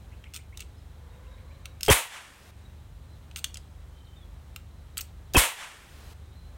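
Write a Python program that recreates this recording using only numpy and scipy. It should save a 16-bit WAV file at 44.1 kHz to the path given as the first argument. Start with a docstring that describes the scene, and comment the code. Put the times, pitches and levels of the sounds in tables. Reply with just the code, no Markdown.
"""Toy revolver in a quiet yard

A toy revolver is cocked and fired twice, close by. Its lock clicks and rattles: short metal scrapes that leave
the frame ringing. Each cap flares, then cracks, thumps and blasts: shaped noise and a sagging low tone,
followed by reflections. A soft hiss grows after each shot and stops short. Behind it a far motor hums in steady
tones, and birds and a hoarse drone call faintly; this background sinks under each bang."""
import sys
import numpy as np
from scipy import signal
from scipy.fft import rfft, irfft
from scipy.io import wavfile

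SR = 44100
rng = np.random.default_rng(int(sys.argv[2]) if len(sys.argv) > 2 else 0)


def dump_mix(stems):
    """Bounce the given channels to the path in sys.argv[1] as a 16-bit WAV at rate SR."""
    frames = np.atleast_2d(stems).T  # one column per channel
    limited = np.clip(frames, -1, 1)  # hard clip at full scale
    pcm = np.round(limited * 32767).astype(np.int16)
    wavfile.write(sys.argv[1], SR, pcm)


N = 289737  # length in samples

# colour of the blast, also used for the hammer blow and the shock fronts: f/Hz, relative level/dB
BLAST_COLOUR = [(100, -12.5), (350, -9), (1100, -2), (2000, 1.5), (3300, -0.5), (4300, -7.5), (5200, -7.5),
                (6500, -7.5), (8700, -1), (12000, -6), (16000, -11.5)]
FLARE_S = 0.0192  # from hammer fall to crack
WHISTLE_ROUGH = 0.016  # pitch scatter of the birds' whistles, as a share


def amp(db):
    """Turns decibels into a plain factor."""
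    return 10 ** (np.asarray(db) / 20)


def evened(x):
    """Scales to rms 1."""
    return x / np.sqrt(np.mean(x ** 2) + 1e-20)


def read(points, hz):
    """Joins the points by straight lines on a log-frequency axis."""
    f, value = np.transpose(points)
    return np.interp(np.log(hz + 1), np.log(f + 1), value)


def add(mix, s, sound):
    """Adds a sound into the mix from s seconds on, cut at the end of the mix."""
    part = mix[max(round(s * SR), 0):][:len(sound)]
    part += sound[:len(part)]


def noise(colour, size):
    """Noise of the given colour, rms 1."""
    spectrum = rfft(rng.standard_normal(size))
    gain = amp(read(colour, np.fft.rfftfreq(size, 1 / SR)))
    return evened(irfft(spectrum * gain, size))


def waver(hz, size):
    """Slow chance movement up to about the given rate, rms 1 over the whole scene."""
    return noise([(hz, 0), (hz * 2, -30), (hz * 10, -120)], N)[:size]


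def coloured(x, colour, size=1024):
    """Causal filter of energy 1: nothing sounds ahead of a click."""
    log_gain = np.log(amp(read(colour, abs(np.fft.fftfreq(size, 1 / SR)))))
    # minimum phase packs the energy as early as possible
    taps = np.fft.ifft(np.exp(np.conj(signal.hilbert(log_gain)))).real
    return signal.fftconvolve(x, taps / np.linalg.norm(taps))[:len(x)]


def dying(x, t60s):
    """Lets each band die at its own speed; t60 is the time to fall by 60 dB."""
    hz, t, bands = signal.stft(x, SR, nperseg=256)
    fade = amp(-60 * t / read(t60s, hz)[:, None])
    return signal.istft(bands * fade, SR, nperseg=256)[1][:len(x)]


def rise(t, start, length):
    """Smooth step from 0 to 1."""
    return np.sin(np.pi / 2 * np.clip((t - start) / length, 0, 1)) ** 2


def background(air_db=-58, rumble_db=-50, chorus_db=-73):
    """Wavering motor hum in its rumble, open air, and a thin far chorus of birds."""
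    # steady tones of the far motor: f/Hz, rms level/dB
    hum_tones = [(48.8, -58), (73.6, -49.5), (97.8, -56), (147, -71.5)]
    # low noise around the hum: f/Hz, relative level/dB
    rumble_colour = [(15, -36), (32, -16.5), (47, 10.5), (70, 2), (95, 0.5), (130, -2.5), (200, -18.5),
                     (400, -42.5)]
    # open air: f/Hz, relative level/dB
    air_colour = [(60, -10), (160, 2.5), (300, -5), (900, -10), (2000, -16.5), (3800, -24), (5000, -25.5),
                  (8500, -26), (11000, -33), (16000, -33.5)]
    chorus_colour = [(2300, -19), (3100, 1), (3600, 0), (4000, 2.5), (4400, -7.0), (5500, -40)]

    drift = 1 + 0.0068 * waver(2.6, N)  # all tones drift together
    hum = np.zeros(N)
    for hz, db in hum_tones:
        turns = np.cumsum(hz * drift) / SR + rng.random()
        hum += amp(db + 0.5 * waver(11.0, N)) * np.sqrt(2) * np.sin(2 * np.pi * turns)
    rumble = amp(rumble_db) * noise(rumble_colour, N)
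    air = amp(air_db + 0.5 * waver(2.0, N)) * noise(air_colour, N)
    chorus = amp(chorus_db + 2 * waver(14, N)) * noise(chorus_colour, N)
    return hum + rumble + air + chorus


def note(length, from_hz, to_hz, rough, flutter_db=4):
    """One gliding bird note: a sine whose pitch and level flutter by chance."""
    size = int(length * SR)
    hz = np.linspace(from_hz, to_hz, size) * (1 + rough * waver(300, size))
    level = amp(flutter_db * waver(45, size)) * signal.windows.tukey(size, 0.5)
    return level * np.sqrt(2) * np.sin(2 * np.pi * np.cumsum(hz) / SR)


def birds(count=8):
    """Runs of rising chirps, a few whistles, and fainter ones at random times."""
    # one bird repeats a rising chirp: start t/s, length of the run/s, chirp spacing/s, level/dB
    chirp_runs = [(0.112, .5, .136, -60.5), (1.115, .7, .127, -70.5)]
    # other birds' thin, level or falling whistles: t/s, length/s, start f/Hz, end f/Hz, level/dB
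    whistles = [(.765, 0.048, 5170, 5100, -70), (3.89, 0.31, 3110, 3080, -72),
                (4.043, .041, 4410, 3460, -72), (4.146, 0.11, 3680, 3300, -67.5),
                (4.634, 0.326, 4070, 4020, -83), (6.203, .2, 3730, 3710, -76.5),
                (6.335, 0.18, 4080, 4050, -68.5)]
    chirp_s, chirp_from_hz, chirp_to_hz, chirp_rough = 0.038, 1900, 2900, 0.057
    faint_s, faint_hz, faint_spread, faint_db = 0.1, 3920, 0.05, -72

    out = np.zeros(N)
    for start, length, spacing, db in chirp_runs:
        for s in np.arange(start, start + length, spacing):
            add(out, s, amp(db) * note(chirp_s, chirp_from_hz, chirp_to_hz, chirp_rough))
    for s, length, from_hz, to_hz, db in whistles:
        add(out, s, amp(db) * note(length, from_hz, to_hz, WHISTLE_ROUGH))
    for when, pitch in rng.random((count, 2)):
        hz = faint_hz * (1 + faint_spread * (2 * pitch - 1))
        add(out, when * N / SR, amp(faint_db) * note(faint_s, hz, hz, WHISTLE_ROUGH))
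    return out


def drone():
    """A far, hoarse drone swells and fades: four overtones on one rough, gliding pitch."""
    # its path: t/s, pitch f/Hz, level/dB
    path = [(.9, 488, -75), (1.1, 490.4, -64), (1.299, 518.2, -61.5), (1.549, 557.5, -64.5),
            (1.751, 549, -66.5)]
    t = np.arange(N) / SR
    s, hz, db = np.transpose(path)
    turns = np.cumsum(np.interp(t, s, hz) * (1 + 0.07 * waver(90, N))) / SR
    voice = sum(np.sin(2 * np.pi * k * turns) / k ** 0.79 for k in range(1, 5))
    return amp(np.interp(t, s, db, -120, -120)) * evened(voice)


def distant_calls(wet=0.66):
    """Birds and drone, smeared by distance: a fading noise tail blurs each call."""
    calls = birds() + drone()
    t = np.arange(SR // 2) / SR
    tail = rng.standard_normal(len(t)) * amp(-60 * t / 0.3)
    return calls + wet * signal.fftconvolve(calls, tail / np.linalg.norm(tail))[:N]


def yard(x, near_db=-12, far_db=-15.5):
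    """A wall and the hands scatter sound almost at once; the yard adds a thin tail."""
    # how fast the tail dies: f/Hz, t60/s
    tail_t60 = [(1000, 0.29), (4000, .24), (15000, 0.18)]
    t = np.arange(SR // 2) / SR
    near = rng.standard_normal(len(t)) * rise(t, 0.0028, 0.0022) * amp(-60 * t / 0.027)
    far = dying(rng.standard_normal(len(t)), tail_t60) * rise(t, 0.00604, 0.005)
    taps = amp(near_db) * near / np.linalg.norm(near) + amp(far_db) * far / np.linalg.norm(far)
    return x + signal.fftconvolve(x, taps)[:N]


def click(db, low_db, high_db, part_hz, ring_db, scrape=0.0026, part_db=3):
    """A very short metal scrape, coloured by the part struck, that leaves the frame ringing."""
    # ringing tones of the metal frame: f/Hz, level/dB, t60/s
    frame_modes = [(2770, -4.5, 0.034), (4020, -12.5, .05), (4480, -12.5, 0.027), (6510, -5.5, 0.065),
                   (8400, -3.5, 0.12), (9500, -12, 0.065), (14900, -1.5, 0.042)]
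    # common colour of the lock's clicks: f/Hz, relative level/dB
    lock_colour = [(300, -62.5), (950, -26.5), (1330, -3.5), (1750, -12), (2600, 1), (4500, -0.5),
                   (8200, -1.5), (10000, -7), (12000, -5.5), (14800, -6), (16500, -3.5)]

    t = np.arange(SR // 8) / SR
    release = np.exp(-np.maximum(t - scrape, 0) / 0.0009)
    contact = rng.standard_normal(len(t)) * rise(t, 0, 0.00022) * release

    hz = np.geomspace(200, 17000, 120)
    lean_db = read([(2800, low_db), (4600, 0.014), (9500, 0), (12500, high_db)], hz)
    peak_db = part_db * np.exp(-(np.log(hz / part_hz) / 0.15) ** 2)
    strike = coloured(contact, np.column_stack([hz, read(lock_colour, hz) + lean_db + peak_db]))

    # the loose parts split each mode into a close cluster of four, new at every blow
    splits = 1 + 0.025 * rng.standard_normal((len(frame_modes), 4, 1))
    ring = np.zeros(len(t))
    for (f, mode_db, t60), split in zip(frame_modes, splits):
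        ring += amp(mode_db - 60 * t / t60) * np.sin(2 * np.pi * f * split * t).sum(0)

    sound = evened(strike) + amp(ring_db) * evened(ring * rise(t, 0, 0.0018))
    return amp(db) * sound / np.std(sound[:SR // 200])  # level over the first 5 ms


def lock_work(count=7):
    """Firm clicks of the lock, and rattles of the turning cylinder: light, uneven, fading ticks."""
    # sharp clicks of trigger, pawl and hammer:
    # t/s, level/dB, extra lows/dB, extra highs/dB, pitch of the struck part f/Hz, frame ring/dB
    clicks = [(0.24, -48, 18, -12, 3400, -29), (0.3425, -41, -12, 0, 8300, -6),
              (0.362, -37, 1, -2, 7400, -19), (0.573, -39.5, 1, -1, 6000, -15),
              (0.6047, -37, 1.5, -2, 2940, -29), (1.6558, -37.5, 3.5, -6, 2720, -30),
              (1.8079, -36.5, 5, 1, 6500, -17), (1.831, -25, -5.5, -3, 5700, -28),
              (1.85, -35, -21, 1, 11600, -7), (1.862, -32, -2.5, -0.5, 5930, -6),
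              (3.312, -50.5, 11, -12, 2400, -24), (3.36, -33, 2, -14, 4040, -4),
              (3.4424, -24, 2, -8, 2230, -29), (3.5428, -39, -8, -11, 5630, -24),
              (3.556, -44, 12, -3, 3240, -24), (3.571, -39.5, -1.5, -9, 8200, -26),
              (4.561, -36, 8.5, 3, 2620, -24.5), (4.971, -33, 9.5, 3.5, 2650, -21.5),
              (4.9785, -26, -15, 1.5, 8500, -17.5), (5.0085, -30.5, 0.5, 7.5, 6540, -14),
              (5.013, -36.5, -8, -1.5, 6500, -16), (5.336, -34.5, 0, -3, 6460, -25),
              (5.343, -32.5, 0.5, 2, 6200, -23)]
    # the loose cylinder rattles as it turns:
    # start t/s, length/s, level/dB, extra lows/dB, extra highs/dB, pitch of the struck part f/Hz
    rattles = [(0.337, .039, -43.5, 4, -5, 14700), (0.595, .03, -47.5, 8, -15, 2600),
               (1.834, .039, -40.5, 4.5, 1, 1500), (3.367, .029, -42, 4, -1, 14500),
               (4.986, .017, -41.5, 16.5, 0, 1400)]
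    tick_gap_s, tick_scatter = 0.0065, 0.22  # spacing of the ticks, and its chance share
    fade_db_per_s, tick_spread_db, tick_ring_db = 70, -1.5, -9

    out = np.zeros(N)
    for s, *blow in clicks:
        add(out, s, click(*blow))
    for s, length, db, *colour in rattles:
        for k, (late, force) in enumerate(rng.standard_normal((count, 2))):
            after = tick_gap_s * (k + tick_scatter * late)
            tick_db = db + tick_spread_db * force - fade_db_per_s * after
            tick = click(tick_db, *colour, tick_ring_db)
            add(out, s + after, tick * (after < length))  # ticks past the end are silent
    return out


def flare(hollow_hz, whistle_hz, whistle_db, upper_hz=3170, upper_db=-2, hollow_db=-2,
          scatter=0.017, hammer_db=-8):
    """The hammer lands, the cap catches: a dull rush, a hollow note, two whistles of escaping gas."""
    # colour of the rush: f/Hz, relative level/dB
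    rush_colour = [(60, -2.5), (250, -11), (410, -0.5), (650, -5), (1000, -12.5), (1200, -14.5),
                   (1900, -14), (3300, -19.5), (3900, -32.5), (9000, -38), (16000, -42.5)]
    t = np.arange(SR // 10) / SR
    swell = rise(t, 0, 0.00051) * (0.9 + 0.3 * rise(t, 0, 0.028))
    swell *= 1 - rise(t, FLARE_S, 0.0042)  # the flare ends as the crack begins
    notes = np.zeros(len(t))
    for hz, db in [(whistle_hz, whistle_db), (upper_hz, upper_db), (hollow_hz, hollow_db)]:
        turns = np.cumsum(hz * (1 + scatter * waver(220, len(t)))) / SR
        notes += amp(db) * np.sin(2 * np.pi * turns)
    hammer = amp(hammer_db - 60 * t / 0.054) * noise(BLAST_COLOUR, len(t)) * rise(t, 0, 0.00072)
    rush = 0.83 * noise(rush_colour, len(t))
    return hammer + swell * (rush + notes * rise(t, 0.0024, 0.0096))


def bang(blast_db, thump_hz, glide, crack_db=-13, front_db=-15, thump_db=-8, settle_hz=40):
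    """Crack with steep shock fronts, sagging pressure thump and bright blast."""
    # colour of the crack: f/Hz, relative level/dB
    crack_colour = [(60, -15.5), (150, -15), (260, -3.5), (400, -4.5), (560, 1), (760, -6), (980, 9.5),
                    (1180, -3.5), (1450, -4.5), (1750, -19.5), (3300, -11), (4100, -24), (6000, -9),
                    (16000, -39)]
    t = np.arange(SR) / SR
    crack = amp(crack_db) * noise(crack_colour, SR) * rise(t, 0, 0.0028)
    crack *= amp(-60 * np.maximum(t - 0.004, 0) / 0.038)
    fronts = sum((t >= s) * np.exp(-abs(t - s) / 0.0011) for s in (0.0002, 0.0026, 0.0078))
    crack += amp(front_db) * fronts * noise(BLAST_COLOUR, SR)

    late = np.maximum(t - 0.0062, 0)  # the thump starts a little after the crack
    hz = settle_hz + (thump_hz - settle_hz) * np.exp(-late / glide)
    turns = np.cumsum(hz * (late > 0)) / SR
    thump = -amp(thump_db) * np.sin(2 * np.pi * turns)
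    thump *= amp(-60 * late / 0.088) * rise(late, 0, 0.0019)

    # small shocks, about 900 a second, make the blast crackle
    shocks = evened(rng.standard_normal(SR) * (rng.random(SR) < 900 / SR))
    blast = coloured(0.92 * rng.standard_normal(SR) + 0.68 * shocks, BLAST_COLOUR)
    blast *= amp(blast_db) * rise(t, 0, 0.017) * amp(-60 * np.maximum(t - 0.022, 0) / 0.17)
    return crack + thump + blast


def reflections(body_db=-9.5, echo_db=-42, between_db=-41):
    """The surroundings throw the bang back: near scatter, then a far, grainy echo."""
    # colour of the near scatter: f/Hz, relative level/dB
    body_colour = [(60, -38), (250, -16.5), (550, -1), (950, 2), (1500, -1.5), (2500, 0), (3500, -3),
                   (5000, -12.5), (6800, -7), (8700, -4), (11000, -9), (16000, -16)]
    # how fast the near scatter dies: f/Hz, t60/s
    body_t60 = [(100, 0.25), (500, 0.27), (2500, 0.33), (8000, 0.3), (15000, 0.29)]
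    # colour of the far echo: f/Hz, relative level/dB
    echo_colour = [(100, -6), (300, -16.5), (800, 1), (1900, 3.5), (3400, -0.5), (4200, -8), (6500, -8.5),
                   (8700, -7.5), (11500, -17), (16000, -26.5)]
    t = np.arange(SR) / SR
    body = amp(body_db) * dying(noise(body_colour, SR), body_t60) * rise(t, 0.0095, 0.078)
    between = amp(between_db - 60 * t / 1.64) * noise(echo_colour, SR) * rise(t, 0.013, 0.032)
    grainy_db = echo_db + 0.84 * waver(52, SR) - 60 * np.maximum(t - 0.27, 0) / 0.64
    echo = amp(grainy_db) * noise(echo_colour, SR) * rise(t, 0.18, 0.058)
    return body + between + echo


def hiss(t, s, length, full_db=-47, start_db=-72.5, grow_s=0.5):
    """A soft hiss grows towards its full level as the bang dies, then stops short."""
    # colour of the hiss: f/Hz, relative level/dB
    hiss_colour = [(100, 10), (500, 2.5), (1500, -1), (4000, -6), (9000, -10.5), (16000, -15)]
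    since = np.maximum(t - s, 0)
    lasts = rise(t, s, 0.0099) - rise(t, s + length - 0.008, 0.01)
    level_db = full_db + (start_db - full_db) * np.exp(-since / grow_s)
    return amp(level_db) * noise(hiss_colour, N) * lasts


def sinking(t, s, back_s, sink_db=-20.5, fall_s=0.044, curve=2.6):
    """Background level in dB: it sinks under a bang, then creeps back ever faster."""
    since = np.maximum(t - s, 0)
    return sink_db * rise(t, s, fall_s) * (1 - np.minimum(since / back_s, 1) ** curve)


def scene():
    """Lock work and two shots over the sinking background."""
    # the shots: t of the crack/s, flare/dB, flare's hollow note f/Hz, its lower whistle f/Hz,
    # whistle/dB, blast/dB, reflections/dB, thump start f/Hz, thump glide time/s, hiss length/s,
    # time until the background is back/s
    shots = [(1.9004, -17, 420, 2710, -9.5, -16.5, -2, 137, 0.012, .612, .68),
             (5.3665, -19, 277, 2593, 3.5, -16, 0, 87.5, 0.0108, .772, 0.6)]
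    t = np.arange(N) / SR
    gun = yard(lock_work())
    answer = reflections()  # the gun stays put, so both shots ring with the same pattern
    sink_db = np.zeros(N)
    for (s, flare_db, hollow_hz, whistle_hz, whistle_db, blast_db, answer_db,
         thump_hz, glide, hiss_length, back_s) in shots:
        add(gun, s - FLARE_S, amp(flare_db) * flare(hollow_hz, whistle_hz, whistle_db))
        add(gun, s, bang(blast_db, thump_hz, glide) + amp(answer_db) * answer)
        gun += hiss(t, s, hiss_length)
        sink_db += sinking(t, s, back_s)
    return (gun + amp(sink_db) * (background() + distant_calls()))[None]


def record(dry, ceiling=0.77, edge_hz=16100):
    """Rounds off the loudest peaks, then removes everything above the band edge."""
    rounded = dry / (1 + (dry / ceiling) ** 6) ** (1 / 6)
    low_pass = signal.firwin(511, edge_hz, window=("kaiser", 9), fs=SR)
    return signal.oaconvolve(rounded, low_pass[None], "same")


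dry = scene()
out = record(dry)
dump_mix(out)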